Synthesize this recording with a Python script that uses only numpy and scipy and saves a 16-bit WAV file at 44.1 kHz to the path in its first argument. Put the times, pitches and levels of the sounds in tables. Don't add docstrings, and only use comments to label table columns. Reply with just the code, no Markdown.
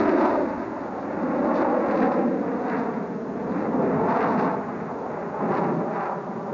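import sys
import numpy as np
from scipy import signal
from scipy.fft import rfft, irfft
from scipy.io import wavfile
from scipy.ndimage import uniform_filter1d

SR = 44100
rng = np.random.default_rng(int(sys.argv[2]) if len(sys.argv) > 2 else 0)


def unload_wav(signal):
    wavfile.write(
        sys.argv[1],
        SR,
        np.round(np.clip(np.atleast_2d(signal).T, -1, 1) * 32767).astype(np.int16),
    )


N = 288237

# f/Hz, relative level/dB
EXHAUST_TONE = [(60, -31.5), (150, -9), (300, 2), (700, -5.5), (1500, -13.5), (3000, -31)]
ROAR_TONE = [(60, -56.5), (110, -12.5), (150, -5), (200, -3), (260, -1.5), (500, -1), (900, -7),
             (1300, -14.5), (2000, -25.5), (2700, -38), (3150, -58.5), (3600, -45.5), (4500, -47),
             (7000, -61.5)]
SCATTER_TONE = [(10, 10), (150, 8), (230, -6), (1200, -6), (2500, -5), (4000, -2), (SR / 2, -2)]
SNAP_TONE = [(500, -9), (1000, -1.5), (2000, -12), (2700, -11.5), (3150, -26.5), (3600, -25), (4500, -24),
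             (7000, -40)]
RUMBLE_TONE = [(15, -15), (30, -21), (45, -15.5), (70, -6), (95, -2), (125, -5), (170, -32)]
HISS_TONE = [(1500, -6), (2800, 1), (3150, -2.5), (3600, -2.5), (5000, -4.5), (7200, -3.5)]

# t/s, level/dB
BASS_SWELL = [(-0.0, -17), (.08, -29.5), (0.22, -22.5), (.33, -28.5), (0.61, -33.5), (1.04, -37.5),
              (1.13, -31), (1.55, -26.5), (1.75, -29.5), (2.0, -26), (2.32, -27.5), (2.72, -32),
              (2.91, -30), (3.31, -36.5), (3.61, -29.5), (3.75, -28.5), (3.92, -26), (4.19, -32.5),
              (4.36, -24), (4.58, -34), (4.75, -32.5), (5.0, -40.5), (5.36, -38), (5.43, -27),
              (5.76, -27.5), (6.05, -39.5), (6.54, -35)]
LOW_MID_SWELL = [(0, -25), (.12, -23), (.18, -19), (.25, -24.5), (.38, -23.5), (.56, -37), (.95, -38.5),
                 (1.5, -25.5), (1.9, -24.5), (2.2, -24.5), (2.4, -30.5), (2.85, -33), (3.2, -38.5),
                 (3.5, -34.5), (3.8, -26), (3.86, -24), (3.95, -27.5), (4.1, -29), (4.45, -29.5),
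                 (4.65, -38), (5.36, -34.5), (5.42, -34), (5.475, -30.5), (5.495, -21.5), (5.53, -29),
                 (5.57, -27.5), (5.75, -31.5), (6.25, -38), (6.45, -37), (6.54, -30.5)]
MID_SWELL = [(0.0, -26.5), (.13, -31.5), (0.26, -24.5), (.4, -31.5), (0.53, -35.5), (0.93, -39),
             (1.25, -34.5), (1.62, -26.5), (1.76, -27), (1.81, -32.5), (1.9, -29), (2.03, -29.5),
             (2.14, -28.5), (2.35, -39.5), (2.75, -31), (3.23, -43), (3.65, -36), (3.95, -31.5),
             (4.15, -26.5), (4.45, -27.5), (4.65, -38), (5.33, -37.5), (5.46, -31), (5.54, -28),
             (5.66, -32), (5.8, -36), (6.02, -31), (6.12, -30), (6.2, -38), (6.54, -37.5)]
DEEP_SWELL = [(-0.0, -42.5), (0.2, -50), (.5, -48), (.9, -51.5), (1.5, -52), (1.97, -53), (2.27, -57),
              (3.24, -53.5), (3.38, -50), (3.71, -53), (3.97, -45.5), (4.12, -50.5), (5.57, -59),
              (6.06, -63.5), (6.54, -63)]
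# t/s, level/dB
RASP = [(0.0, -48.5), (0.02, -59.5), (0.14, -59), (0.18, -53), (0.42, -57.5), (0.76, -65), (1.09, -65.5),
        (1.4, -61), (1.42, -63), (1.49, -56.5), (1.53, -60.5), (1.56, -52.5), (1.58, -56.5), (1.86, -64.5),
        (1.91, -59), (1.95, -61.5), (2.02, -51.5), (2.11, -63), (2.13, -57.5), (2.24, -64.5), (2.53, -66.5),
        (2.77, -59.5), (2.88, -64.5), (3.35, -70), (3.6, -63.5), (3.62, -64.5), (3.68, -69), (3.77, -63.5),
        (4.08, -63.5), (4.11, -60.5), (4.24, -56), (4.26, -61.5), (4.37, -60.5), (4.39, -55), (4.62, -67.5),
        (5.39, -69), (5.59, -61), (5.77, -64), (5.9, -65.5), (5.99, -60), (6.26, -69.5), (6.33, -67),
        (6.5, -70.5), (6.54, -64.5)]
# t/s, rise/dB, half length/s
FLARES = [(0.031, 2, .03), (0.097, 7, 0.071), (0.206, -0.5, 0.036), (0.262, 2, 0.088), (1.481, -2, 0.023),
          (1.557, -4, 0.0074), (1.622, 0.5, 0.019), (1.704, -0.5, 0.016), (1.746, -0.5, 0.015),
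          (1.908, 8, 0.023), (1.97, 2.5, 0.026), (2.031, 7.5, 0.019), (2.069, 5, 0.013),
          (2.126, 0.5, 0.007), (2.168, 3, .02), (2.204, -1, 0.014), (2.698, -1, 0.021), (2.759, 8.5, 0.073),
          (3.578, 6.5, 0.054), (4.116, 6.5, .025), (4.156, 3.5, 0.022), (4.212, 8, 0.043),
          (4.263, 3, 0.021), (4.401, 8.5, 0.02), (4.461, 4.5, 0.028), (4.507, 6.5, 0.023),
          (5.166, 4.5, 0.1), (5.527, 8, 0.013), (5.574, 10, 0.023), (5.665, 6.5, 0.054), (5.948, 5.5, .03),
          (6.029, 11.5, .05)]

BAND_EDGES = [170, 330, 480, 700, 1400, 3100]
# base level/dB, how far it follows each swell (bass, low mid, mid, deep),
# how far it follows the flares, drift/(dB per s)
BANDS = [(-45, 0.55, 0.059, 0.086, 0.63, -0.055, 2.5), (-32, 0.99, 0.074, -0.19, 0.012, 0.22, 0),
         (-34.5, 0.12, 0.88, -0.21, 0.18, 0.23, 0.3), (-35, -0.15, 0.78, 0.34, 0, -0.18, -0.12),
         (-34, 0.0071, -0.014, 1.02, 0.037, 0.094, 0.33), (-45.5, 0.21, 0.032, 0.51, 0.12, 0.86, -0.37),
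         (-68, 0, 0.12, 0.29, 0, 0.24, -0.4)]
BAND_RASP = [0.021, 0, 0.061, 0, 0.026, 0, .9]
BAND_FLUTTER = [0.37, 0.49, 0.18, 0.53, 0.98, 1.2, 2.2]
BAND_EVENING = [.3, .25, .2, .16, .12, .06, .035]

# t/s, peak level above 2.5 kHz/dB
SNAPS = [(0.053, -38.5), (0.093, -32.5), (0.1226, -42.5), (0.2116, -36), (0.2614, -40.5), (1.5443, -40.5),
         (1.5568, -39), (1.569, -38), (1.6206, -40), (1.7, -41), (1.8615, -41.5), (1.885, -40.5),
         (1.9114, -37.5), (1.921, -41), (1.976, -35), (2.004, -35.5), (2.121, -40.5), (2.6843, -43),
         (2.6995, -36), (4.208, -34.5), (4.216, -39), (4.228, -33.5), (4.239, -39.5), (4.276, -40.5),
         (4.3323, -45.5), (4.3784, -41.5), (4.399, -39), (4.427, -41), (5.514, -42.5), (5.5217, -41),
         (5.541, -42), (5.5522, -39.5), (5.5705, -38), (5.5755, -40), (5.5815, -39), (5.6443, -40.5),
         (6.0096, -41.5), (6.0582, -41)]
# t/s, lag/ms, share that comes back as a clean copy (0-1)
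BOUNCE = [(0, 3.17, 0.73), (.3, 3.13, 0.9), (.48, 3.53, .9), (.65, 3.1, 0.5), (.9, 3.24, 0.25),
          (1.4, 3.54, 0.7), (1.7, 3.55, 0.6), (2.0, 3.85, .99), (2.3, 3.72, 0.8), (2.6, 4.05, 0.54),
          (2.9, 4.2, 0.53), (3.2, 4.68, 0.65), (3.6, 4.14, 0.32), (3.9, 4.38, 0.55), (4.2, 4.5, 0.55),
          (4.7, 4.7, 0.6), (5.1, 4.74, 0.3), (5.6, 5.1, 0.61), (6.0, 5.02, 0.55), (6.54, 5.15, 0.6)]


def jet():
    levels = band_levels()
    half_shock_db = -32.5
    shock_strength = 2 / (1 + undb(half_shock_db - levels[4]))
    spectrum = through_air(exhaust(shock_strength))
    octave = np.log2(np.fft.rfftfreq(N, 1 / SR) + 1)
    below_edge = [0] + [1 / (1 + np.exp(10 * (octave - np.log2(hz)))) for hz in BAND_EDGES] + [1]
    roar = 0
    for k, db in enumerate(levels):
        band = irfft(spectrum * (below_edge[k + 1] - below_edge[k]), N)
        band /= np.sqrt(uniform_filter1d(band ** 2, size=int(BAND_EVENING[k] * SR)))
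        roar += band * undb(db + 0.78 * wander(18))
    return roar


def exhaust(shock_strength):
    mixing = noise(EXHAUST_TONE) * undb(0.76 * wander(40))
    rounded = unit(np.tanh(mixing / 2.3))
    peaked = rounded + .3 * shock_strength * (rounded ** 2 - 1)
    return steepen(peaked, lead_ms=.25 * shock_strength)


def steepen(wave, lead_ms, steps=6):
    samples = np.arange(N)
    for _ in range(steps):
        arrival = samples - wave * lead_ms * SR / 1000 / steps
        arrival = (np.maximum.accumulate(arrival) + np.minimum.accumulate(arrival[::-1])[::-1]) / 2
        wave = np.interp(samples, arrival, wave)
    return wave


def through_air(wave):
    spectrum = rfft((wave - wave.mean()) * signal.windows.tukey(N, .002))
    flattened = spectrum / np.sqrt(uniform_filter1d(np.abs(spectrum) ** 2, size=401))
    scattered = gains(SCATTER_TONE) * rfft(rng.standard_normal(N)) / np.sqrt(N)
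    return gains(ROAR_TONE) * (flattened + scattered)


def band_levels():
    t = np.arange(N) / SR
    swells = curves(BASS_SWELL) + curves(LOW_MID_SWELL) + curves(MID_SWELL) + curves(DEEP_SWELL)
    flares = sum(db * np.exp(-((t - when) / half) ** 2) for when, db, half in FLARES)
    changes = [db - db.mean() for db in swells] + [flares, t - t.mean()]
    rasp = curves(RASP)[0]
    rasp -= rasp.mean()
    levels = []
    for (base_db, *shares), rasp_share, flutter_db in zip(BANDS, BAND_RASP, BAND_FLUTTER):
        level = base_db + np.dot(shares, changes) + rasp_share * rasp
        levels.append(level + 0.3 * wander(6) + flutter_db * wander(45))
    return levels


def snaps():
    times, db = np.transpose(SNAPS)
    tail_ms, tail_db = 5, -12
    ms = np.arange(SR // 40) * 1000 / SR
    bursts = rng.standard_normal((len(times), len(ms))) * np.exp(-ms / tail_ms)
    bursts *= undb(tail_db) / np.sqrt(tail_ms * SR / 2000)
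    bursts[:, 0] = 1
    spikes = np.zeros(N)
    positions = (times * SR).astype(int)[:, None] + np.arange(len(ms))
    np.add.at(spikes, positions, bursts * undb(db)[:, None])
    jump = -1j * gains(SNAP_TONE)
    treble = irfft(jump * (np.fft.rfftfreq(N, 1 / SR) > 2500), N)
    return irfft(rfft(spikes) * jump, N) / np.abs(treble).max()


def ground_bounce(sound):
    samples = np.arange(N)
    lag_ms, clean_share = curves(BOUNCE)
    waver_ms = .02 + .5 * (1 - clean_share) ** 2
    lag = (lag_ms + waver_ms * wander(7)) * SR / 1000

    def with_copy(part, share):
        return (part + share * np.interp(samples - lag, samples, part)) / np.sqrt(1 + share ** 2)

    bass, below_treble = (signal.sosfiltfilt(signal.butter(2, hz, fs=SR, output="sos"), sound)
                          for hz in (746, 1720))
    middle, treble = below_treble - bass, sound - below_treble
    return with_copy(bass, clean_share) + with_copy(middle, 0.51 * clean_share) + treble


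def rumble():
    return noise(RUMBLE_TONE) * undb(curves(DEEP_SWELL)[0] + 1.4 * wander(10))


def hiss():
    return noise(HISS_TONE) * undb(-64)


def undb(db):
    return 10 ** (np.asarray(db) / 20)


def unit(x):
    return x / np.sqrt(np.mean(x ** 2))


def gains(tone):
    hz, db = np.transpose(tone)
    return undb(np.interp(np.log(np.fft.rfftfreq(N, 1 / SR) + 1), np.log(hz), db, left=-90, right=-90))


def noise(tone):
    return unit(irfft(rfft(rng.standard_normal(N)) * gains(tone), N))


def wander(rate):
    hold = int(SR / rate)
    steps = np.repeat(rng.standard_normal(N // hold + 1), hold)
    return unit(uniform_filter1d(uniform_filter1d(steps, hold), hold)[:N])


def curves(table):
    times, *columns = np.transpose(table)
    return [np.interp(np.arange(N) / SR, times, column) for column in columns]


def scene():
    return (ground_bounce(jet() + snaps()) + rumble())[None]


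def record(dry):
    ceiling, top_hz = .42, 6990
    rounded = ceiling * np.tanh(dry / ceiling)
    return signal.sosfilt(signal.ellip(14, .2, 75, top_hz, fs=SR, output="sos"), rounded + hiss())


dry = scene()
out = record(dry)
unload_wav(out)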